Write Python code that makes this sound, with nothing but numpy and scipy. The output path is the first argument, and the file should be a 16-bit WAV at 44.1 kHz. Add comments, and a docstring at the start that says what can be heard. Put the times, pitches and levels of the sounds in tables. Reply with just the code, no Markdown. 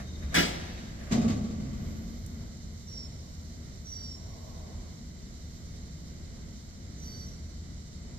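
"""A rail yard at night. A freight train takes up slack: the drawbar groans, a steel coupler clanks a little
to the left, then the draft gear bottoms out and an empty boxcar booms, rattles and shudders. A bird gives
three falling two-voiced whistles that echo off the cars. Behind them a diesel idles far off, a cricket
trills among shrill insects, and two faint ticks and two far whooshes pass."""
import sys
import numpy as np
from scipy import signal
from scipy.fft import rfft, irfft, next_fast_len
from scipy.io import wavfile
from scipy.ndimage import map_coordinates

SR = 44100
rng = np.random.default_rng(int(sys.argv[2]) if len(sys.argv) > 2 else 0)


def persist_wave(psi):
    """Save psi, clipped to +-1, as 16-bit WAV."""
    counts = np.round(np.clip(psi, -1, 1) * 32767).astype(np.int16)
    wavfile.write(sys.argv[1], SR, np.atleast_2d(counts).T)


N = 361090


def coupler(ring_db=-32.5, clash_db=-24.5, crack_db=-22, scatter_db=-5, wet_db=-14):
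    """The knuckles chatter; each contact cracks and rings the castings, a little differently."""
    # Steel faces meeting. Each row: start in seconds, level in dB.
    contacts = [(0.342, -5.5), (0.348, -1.5), (0.358, 0), (0.371, -11), (0.383, -3.5), (0.398, -14)]
    # Casting modes. Each row: frequency in Hz, level in dB, T60 in seconds.
    casting_modes = [(167, 1.5, 0.58), (726, 0, 0.27), (979, -4, 0.34), (1610, 4, 0.16), (1701, -5, 0.29),
                     (1730, -6, 0.19), (1974, -4, 0.35), (2100, -10, 0.23), (2150, 1.5, 0.31),
                     (2270, -10, 0.45), (2880, -2, 0.41), (2950, 4.5, 0.17), (3343, -9, 0.34),
                     (3760, -7, 0.2), (3930, -10, 0.26), (4680, -16, .3), (4640, 0, 0.32),
                     (5146, -18, 0.32), (5870, -2, 0.45), (7900, -1.5, 0.26), (8040, -11.5, 0.51),
                     (8780, -13.5, 0.31), (10900, -19, 0.23), (11886, -8, 0.28), (12700, -20, .36)]
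    # Dense casting modes; bare face contact. Each row: frequency in Hz, relative density in dB.
    clash_spectrum = [(70, -45), (120, -26), (170, 1.5), (400, -2), (480, -5), (740, -2.5), (1100, -10.5),
                      (1650, 0), (2300, -3.5), (2700, -6), (3100, -7), (4700, -10.5), (7400, -20),
                      (9700, -34), (12000, -29), (14000, -41)]
    crack_spectrum = [(300, -23), (1700, 1.5), (3500, -10), (7000, -11), (9500, -23), (11000, -13),
                      (12500, -25), (14000, -44)]
    # Decay of the dense modes. Each row: frequency in Hz, T60 in seconds.
    clash_t60 = [(150, 0.48), (600, 0.71), (1700, 0.33), (5000, 0.54), (12000, 0.48)]
    # Each row: frequency in Hz, left minus right in dB.
    balance = [(400, 0.5), (1500, -3.5), (2400, -2), (4400, 3.5), (8000, 13), (12000, 10)]
    t = np.arange(SR // 2) / SR
    hz, mode_db, t60_s = np.transpose(casting_modes)[..., None]
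    steel, clash, scattered = np.zeros(N), np.zeros(N), np.zeros((2, N))
    rise = 1 - np.exp(-t / 0.0015)
    for start_s, db in contacts:
        strength, detune, phase = rng.standard_normal((3, len(hz), 1))
        detuned_hz = hz * (1 + 0.002 * detune * np.sqrt(1000 / hz))
        partials = np.sin(2 * np.pi * (detuned_hz * t + phase))
        ring = np.sum(amp(mode_db + 2 * strength) * fade(t, t60_s) * partials, axis=0)
        crack = diffuse(crack_spectrum, len(t))[0] * fade(t, t60_s=0.04)
        add(steel, start_s, amp(db) * rise * (amp(ring_db) * ring + amp(crack_db) * crack))
        burst = band_decay(diffuse(clash_spectrum, len(t))[0], clash_t60)
        add(clash, start_s, amp(db + clash_db) * rise * burst)
        # the car ends reflect the blow from all sides
        reflection = band_decay(diffuse(clash_spectrum, len(t)), clash_t60)
        add(scattered, start_s + 0.0027, amp(db + clash_db + scatter_db) * rise * reflection)
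    direct = pan(steel + dense_modes(clash, depth_db=2, spacing_hz=91.3), balance, lag_ms=0.574)
    return direct + scattered + amp(wet_db) * yard_echo(clash[None] + amp(-4.5) * steel)


def boxcar(boom_db=-23.5, panel_db=-29, rattle_db=-36, clang_db=6, wet_db=-13):
    """Each jolt drums the hollow shell and shakes its fittings."""
    # Draft gear blows. Each row: start in seconds, boom level in dB, rattle level in dB.
    jolts = [(1.111, -2.5, -1), (1.119, 1.5, 5), (1.143, 0, -11), (1.18, -1.5, -9), (1.213, -5, -4.5),
             (1.242, 1, -12), (1.278, -5, -3), (1.298, -3, -3)]
    # Each row: frequency in Hz, level in dB, T60 in seconds.
    shell_modes = [(70.4, -14, 0.34), (105.4, -12.5, 0.64), (129.3, -12, 0.55), (187.7, -6.5, 0.38),
                   (218.2, -4.5, 0.31), (234.4, -1.5, 0.33)]
    # Dense panel modes; loose fittings. Each row: frequency in Hz, relative density in dB.
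    panel_spectrum = [(29, -45), (50, -42), (112, -28), (161, -9.5), (229, -5.5), (302, -20), (727, -25),
                      (1020, -58), (1120, -27.5), (1400, -46), (1820, -71), (3080, -120)]
    rattle_spectrum = [(300, -36), (700, 5.5), (1200, -3), (2000, -1), (2800, -6.5), (3700, -6),
                       (5600, -6.5), (7400, -4.5), (8600, -21), (10500, -31), (12000, -23), (14000, -32)]
    # Ladders, door bars, brake rods. Each row: frequency in Hz, width in Hz, gain in dB.
    fitting_modes = [(2100, 35, -27), (3180, 62, 0), (3800, 55, -4.5), (4820, 150, 2.5), (5400, 84, -9),
                     (6230, 33, 1), (6720, 35, -3), (7400, 30, -9)]
    t = np.arange(3 * SR // 4) / SR
    shell, panel_power, rattle_power = np.zeros((3, 3 * SR))
    hz, mode_db, t60_s = np.transpose(shell_modes)[..., None]
    rise = 1 - np.exp(-t / 0.002)
    for start_s, db, loose_db in jolts + shudder():
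        strength, detune = rng.standard_normal((2, len(hz), 1))
        partials = np.sin(2 * np.pi * hz * (1 + 0.015 * detune) * t)
        boom = np.sum(amp(mode_db + 2 * strength) * fade(t, t60_s) * partials, axis=0)
        add(shell, start_s, amp(db + boom_db) * rise * boom)
        # in dense modes, overlapping jolts add in power
        add(panel_power, start_s, (amp(db + panel_db) * rise * fade(t, t60_s=0.6)) ** 2)
        add(rattle_power, start_s, (amp(loose_db + rattle_db) * rise * fade(t, t60_s=0.28)) ** 2)
    rattle = np.sqrt(rattle_power) * diffuse(rattle_spectrum, len(shell))
    fittings = dense_modes(rattle, depth_db=1.5, spacing_hz=59.8)
    fittings += amp(clang_db) * resonate(rattle, fitting_modes)
    panels = np.sqrt(panel_power) * diffuse(panel_spectrum, len(shell))
    out = np.zeros((2, N))
    add(out, 0, shell + panels + fittings)
    return out + amp(wet_db) * yard_echo(out)


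def shudder(count=12, start_s=1.375, gap_s=0.07, jitter_s=0.01008, boom_db=-9, rattle_db=-14):
    """The car shudders on its springs: rows of nearly even, ever weaker jolts."""
    elapsed_s = gap_s * np.arange(count)
    loss_db = 16.5 * elapsed_s
    times_s = start_s + elapsed_s + jitter_s * rng.standard_normal(count)
    return list(zip(times_s, boom_db - loss_db, rattle_db - loss_db))


def drawbar(rough_db=3, squeak_db=-58, slack_gone_s=0.81):
    """The drawbar slips under load and groans; it squeaks until the slack is gone."""
    # Each row: peak time in seconds, half length in seconds, level in dB.
    slips = [(.005, 0.05, -46.5), (.25, 0.046, -52), (.335, 0.018, -47.5), (.62, 0.26, -54.5),
             (1.025, 0.031, -47.5), (1.11, 0.035, -49)]
    # Steel resonances. Each row: frequency in Hz, width in Hz, gain in dB.
    groan_modes = [(613, 90, 5), (1160, 100, -1), (1780, 500, -2)]
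    squeak_modes = [(3720, 77, 2), (6190, 97, -3)]
    friction = rng.standard_normal((2, N)) * amp(rough_db * wobble(61.3))
    groan = swells(slips) * unit_rms(resonate(friction, groan_modes))
    release = fade(np.maximum(np.arange(N) / SR - slack_gone_s, 0), t60_s=0.68)
    return groan + amp(squeak_db) * release * unit_rms(resonate(friction, squeak_modes))


def bird(lead_s=0.14, main_delay_s=0.049, low_delay_s=0.064, rasp=0.0086, wet_db=-9.5):
    """Each call is a short lead note, a long main note and a lower second voice."""
    # Each row: start and length in seconds, pitch in Hz, sag in Hz per second, opening drop in Hz,
    # level and overtone in dB, then the low voice's pitch in Hz, level in dB and rasp as a fraction.
    calls = [(2.868, 0.16, 5560, 1060, 954, -45.5, -32, 4560, -57.5, .04),
             (3.845, 0.29, 5734, 1035, 542, -43.5, -30, 4660, -51.5, 0.0097),
             (6.977, 0.33, 5860, 359, 1052, -50, -16, 4560, -50, 0.0094)]
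    song = np.zeros(N)
    for start_s, length_s, hz, sag, drop_hz, db, overtone_db, low_hz, low_db, low_rasp in calls:
        lead = whistle(lead_s, hz, rasp, overtone_db, 0.48 * drop_hz, sag)
        main = whistle(length_s, hz, rasp, overtone_db, drop_hz, sag, taper=0.38)
        low = whistle(0.67 * length_s, low_hz, low_rasp, overtone_db=-27, taper=0.53)
        add(song, start_s, amp(db - 0.5) * lead)
        add(song, start_s + main_delay_s, amp(db) * main)
        add(song, start_s + low_delay_s, amp(low_db) * low)
    echo = amp(wet_db) * yard_echo(song[None], build_s=0.0027)
    return pan(song + echo, balance=[(5000, -5)], lag_ms=0.23)


def whistle(length_s, held_hz, rasp, overtone_db, drop_hz=0, sag_hz_per_s=0, taper=0.37):
    """A fluttering note drops onto its pitch, then sags; its overtone grows as the pitch settles."""
    t = np.arange(int(length_s * SR)) / SR
    drop = np.exp(-t / 0.019)
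    hz = held_hz + drop_hz * drop - sag_hz_per_s * t
    phase = 2 * np.pi * np.cumsum(hz * (1 + rasp * wobble(508, len(t)))) / SR
    flutter_db = 2.5 * wobble(93.8, len(t))
    envelope = amp(flutter_db) * np.sin(np.pi * t / length_s) ** taper
    return envelope * (np.sin(phase) + amp(overtone_db) * (1 - drop) * np.sin(2 * phase))


def ticks(t60_s=0.021):
    """Two tiny bright clicks."""
    # Each row: start in seconds, level in dB.
    clicks = [(2.263, -43), (2.733, -59)]
    spectrum = [(2000, -30), (6000, -7), (13000, -16), (15000, -17)]
    out, t = np.zeros((2, N)), np.arange(4096) / SR
    for start_s, db in clicks:
        add(out, start_s, amp(db) * diffuse(spectrum, len(t)) * fade(t, t60_s))
    return out


def diesel(rumble_db=-43, moving_db=3.5, settled_s=2.45, settling_s=0.56):
    """Far rumble with unsteady idling tones; the rumble is stronger while the cars move."""
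    # Distant diesel and town. Each row: frequency in Hz, relative density in dB.
    spectrum = [(13, -59), (22, -13), (80, -4), (107, -12.5), (234, -14), (265, -22), (481, -29.5),
                (556, -30.5), (682, -30.5), (821, -39), (1590, -38), (1760, -41.5), (2030, -34),
                (2760, -52.5), (3000, -41), (3900, -55.5), (6600, -120)]
    # Each row: frequency in Hz, level in dB.
    idle_tones = [(79, -50), (158, -55.5), (235, -59)]
    t = np.arange(N) / SR
    moving = np.clip((settled_s - t) / settling_s, 0, 1)
    out = amp(rumble_db + moving_db * moving + 0.92 * wobble(7)) * diffuse(spectrum)
    for hz, db in idle_tones:
        out += amp(db + 3.1 * wobble(4.2)) * np.sin(2 * np.pi * hz * t + 1.44 * wobble(5))
    return out


def insects(chorus_db=-56.5, shimmer_db=0.8, sizzle_gain_db=4.5, peak_s=2.89, period_s=0.53):
    """A shrill chorus; its highest rasp, a sizzle, swells in a slow, even cycle."""
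    # Each row: frequency in Hz, relative density in dB.
    chorus_spectrum = [(2000, -34), (2700, -10.5), (3100, -5), (3330, -9.5), (3600, 2), (4140, 5),
                       (5000, 2.5), (6000, 5), (6600, 2), (7500, -3), (8600, -10), (9900, -13),
                       (11000, -21.5), (15000, -21)]
    sizzle_spectrum = [(3000, -60), (10500, -16), (12000, 7.5), (14000, 0.5), (15200, -25.5)]
    # Each row: frequency in Hz, left minus right in dB.
    balance = [(3000, -2.5), (4500, -3), (5800, -6), (7400, -5), (8400, 6.5), (15000, 8.5)]
    # Each row: time in seconds, level in dB before the gain.
    sizzle_trend = [(1.7, -81), (1.9, -73), (2.15, -74), (2.5, -81.5), (4.5, -79.5), (5, -84), (5.6, -81.5),
                    (8.19, -89)]
    chorus = unit_rms(pan(diffuse(chorus_spectrum), balance)) * amp(chorus_db + shimmer_db * wobble(40))
    swing_db = 1.5 * np.cos(2 * np.pi * (np.arange(N) / SR - peak_s) / period_s)
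    return chorus + amp(curve(sizzle_trend) + swing_db + sizzle_gain_db) * diffuse(sizzle_spectrum)


def cricket(level_db=-68, centre_hz=7350, width_hz=230, strokes_per_s=52.4, steady=1.9):
    """A steady trill: each wing stroke briefly strengthens a rasp at the wing resonance."""
    strokes = np.cumsum(strokes_per_s * (1 + 0.01 * wobble(2))) / SR
    rasp = filtered(rng.standard_normal(N), lambda hz: np.exp(-((hz - centre_hz) / width_hz) ** 2 / 2))
    pulse = np.sin(np.pi * strokes) ** 8
    pan_db = np.array([[-3], [3]])
    return amp(level_db + pan_db) * unit_rms(rasp * (steady + pulse))


def whooshes():
    """Two far whooshes swell and fade."""
    # Each row: peak time in seconds, half length in seconds, level in dB.
    passes = [(3.25, 0.34, -65), (4.55, 0.38, -55)]
    # Each row: frequency in Hz, relative density in dB.
    spectrum = [(200, -10), (400, -1.5), (650, 9), (850, -1), (1100, 3), (1400, -32), (3000, -35)]
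    return swells(passes) * diffuse(spectrum)


def yard_echo(x, build_s=0.093):
    """Scattered echoes from the cars and the pavement."""
    # Each row: frequency in Hz, T60 in seconds.
    yard_t60 = [(100, 4.2), (400, 1.73), (2000, 1.43), (5000, 1.52), (12000, 1.26)]
    t = np.arange(2 * SR) / SR
    white = diffuse([(100, 0), (10000, 0)], len(t))
    tail = band_decay(white, yard_t60) * (1 - np.exp(-t / build_s))
    return signal.fftconvolve(x.mean(0)[None], tail / np.linalg.norm(tail[0]), axes=1)[:, :N]


def diffuse(spectrum, size=N):
    """Stereo noise of RMS 1 shaped by (Hz, dB) points, near mono in the bass."""
    # Each row: frequency in Hz, left-right correlation from -1 to 1.
    correlation = [(60, 0.93), (130, 0.97), (290, 0.75), (640, 0.085), (1400, -0.33), (3100, 0.37),
                   (6800, -0.65), (15000, 0.48)]

    def response(hz):
        angle = np.arccos(np.clip(along(correlation, hz), -1, 1)) / 2
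        return amp(along(spectrum, hz)) * [np.cos(angle), np.sin(angle)]

    mid, side = filtered(rng.standard_normal((2, size)), response)
    return unit_rms(np.array([mid + side, mid - side]))


def band_decay(noise, t60_points):
    """Each frequency of the noise dies at its own rate."""
    hz, t, bins = signal.stft(noise, SR, nperseg=256)
    bins = bins * fade(t, along(t60_points, hz)[:, None])
    return signal.istft(bins, SR, nperseg=256)[1][..., :noise.shape[-1]]


def resonate(x, modes):
    """Parallel resonances of alternating sign."""
    return filtered(x, lambda f: sum(
        (-1) ** k * amp(db) * 1j * f * width_hz / (hz * hz - f * f + 1j * f * width_hz)
        for k, (hz, width_hz, db) in enumerate(modes)))


def dense_modes(x, depth_db, spacing_hz):
    """Close resonances: random peaks and dips about spacing_hz apart."""
    knots_db = depth_db * rng.standard_normal(4096)
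    return filtered(x, lambda hz: min_phase(map_coordinates(knots_db, [hz / spacing_hz], mode="mirror")))


def min_phase(db):
    """Response of mean power 1 that rings only after the blow."""
    cepstrum = irfft(np.log(amp(db)))
    half = len(cepstrum) // 2
    cepstrum[1:half] *= 2
    cepstrum[half + 1:] = 0
    return np.exp(rfft(cepstrum)) / np.sqrt(np.mean(amp(db) ** 2))


def pan(x, balance, lag_ms=0):
    """Tilt between the ears by (Hz, left minus right dB) points; the right hears lag_ms later."""
    ears = np.array([[0.5], [-0.5]])
    lead_s = ears * lag_ms / 1000
    return filtered(x, lambda hz: amp(ears * along(balance, hz)) * np.exp(2j * np.pi * hz * lead_s))


def swells(rows):
    """Gain curve of bell-shaped swells."""
    u = np.linspace(-4, 4, 65)
    bell = np.exp(-u ** 2)
    return sum(curve(np.column_stack([peak_s + half_s * u, amp(db) * bell]))
               for peak_s, half_s, db in rows)


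def wobble(knots_per_s, size=N):
    """Smooth random curve."""
    knots = rng.standard_normal(int(size * knots_per_s / SR) + 4)
    coarse = np.arange(0, size, 16)
    return np.interp(np.arange(size), coarse, map_coordinates(knots, [coarse * knots_per_s / SR]))


def filtered(x, response):
    """Apply a response given as a function of Hz."""
    size = x.shape[-1]
    padded = next_fast_len(size + 8192)
    return irfft(rfft(x, padded) * response(np.fft.rfftfreq(padded, 1 / SR)), padded)[..., :size]


def along(points, hz):
    """Interpolate (Hz, value) points on a log axis."""
    point_hz, values = np.transpose(points)
    return np.interp(np.log(hz + 1), np.log(point_hz + 1), values)


def curve(points):
    """Interpolate (seconds, value) points to every sample."""
    return np.interp(np.arange(N) / SR, *np.transpose(points))


def add(track, start_s, sound):
    part = track[..., max(round(start_s * SR), 0):][..., :sound.shape[-1]]
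    part += sound[..., :part.shape[-1]]


def fade(t, t60_s):
    return np.exp(-np.log(1000) * t / t60_s)


def amp(db):
    return 10 ** (np.asarray(db) / 20)


def unit_rms(x):
    return x / np.sqrt(np.mean(x ** 2) + 1e-20)


def scene():
    train = coupler() + boxcar() + drawbar()
    return train + ticks() + bird() + cricket() + diesel() + insects() + whooshes()


def record(dry):
    """Nothing above 15.4 kHz is heard."""
    return filtered(dry, lambda hz: hz < 15400)


dry = scene()
out = record(dry)
persist_wave(out)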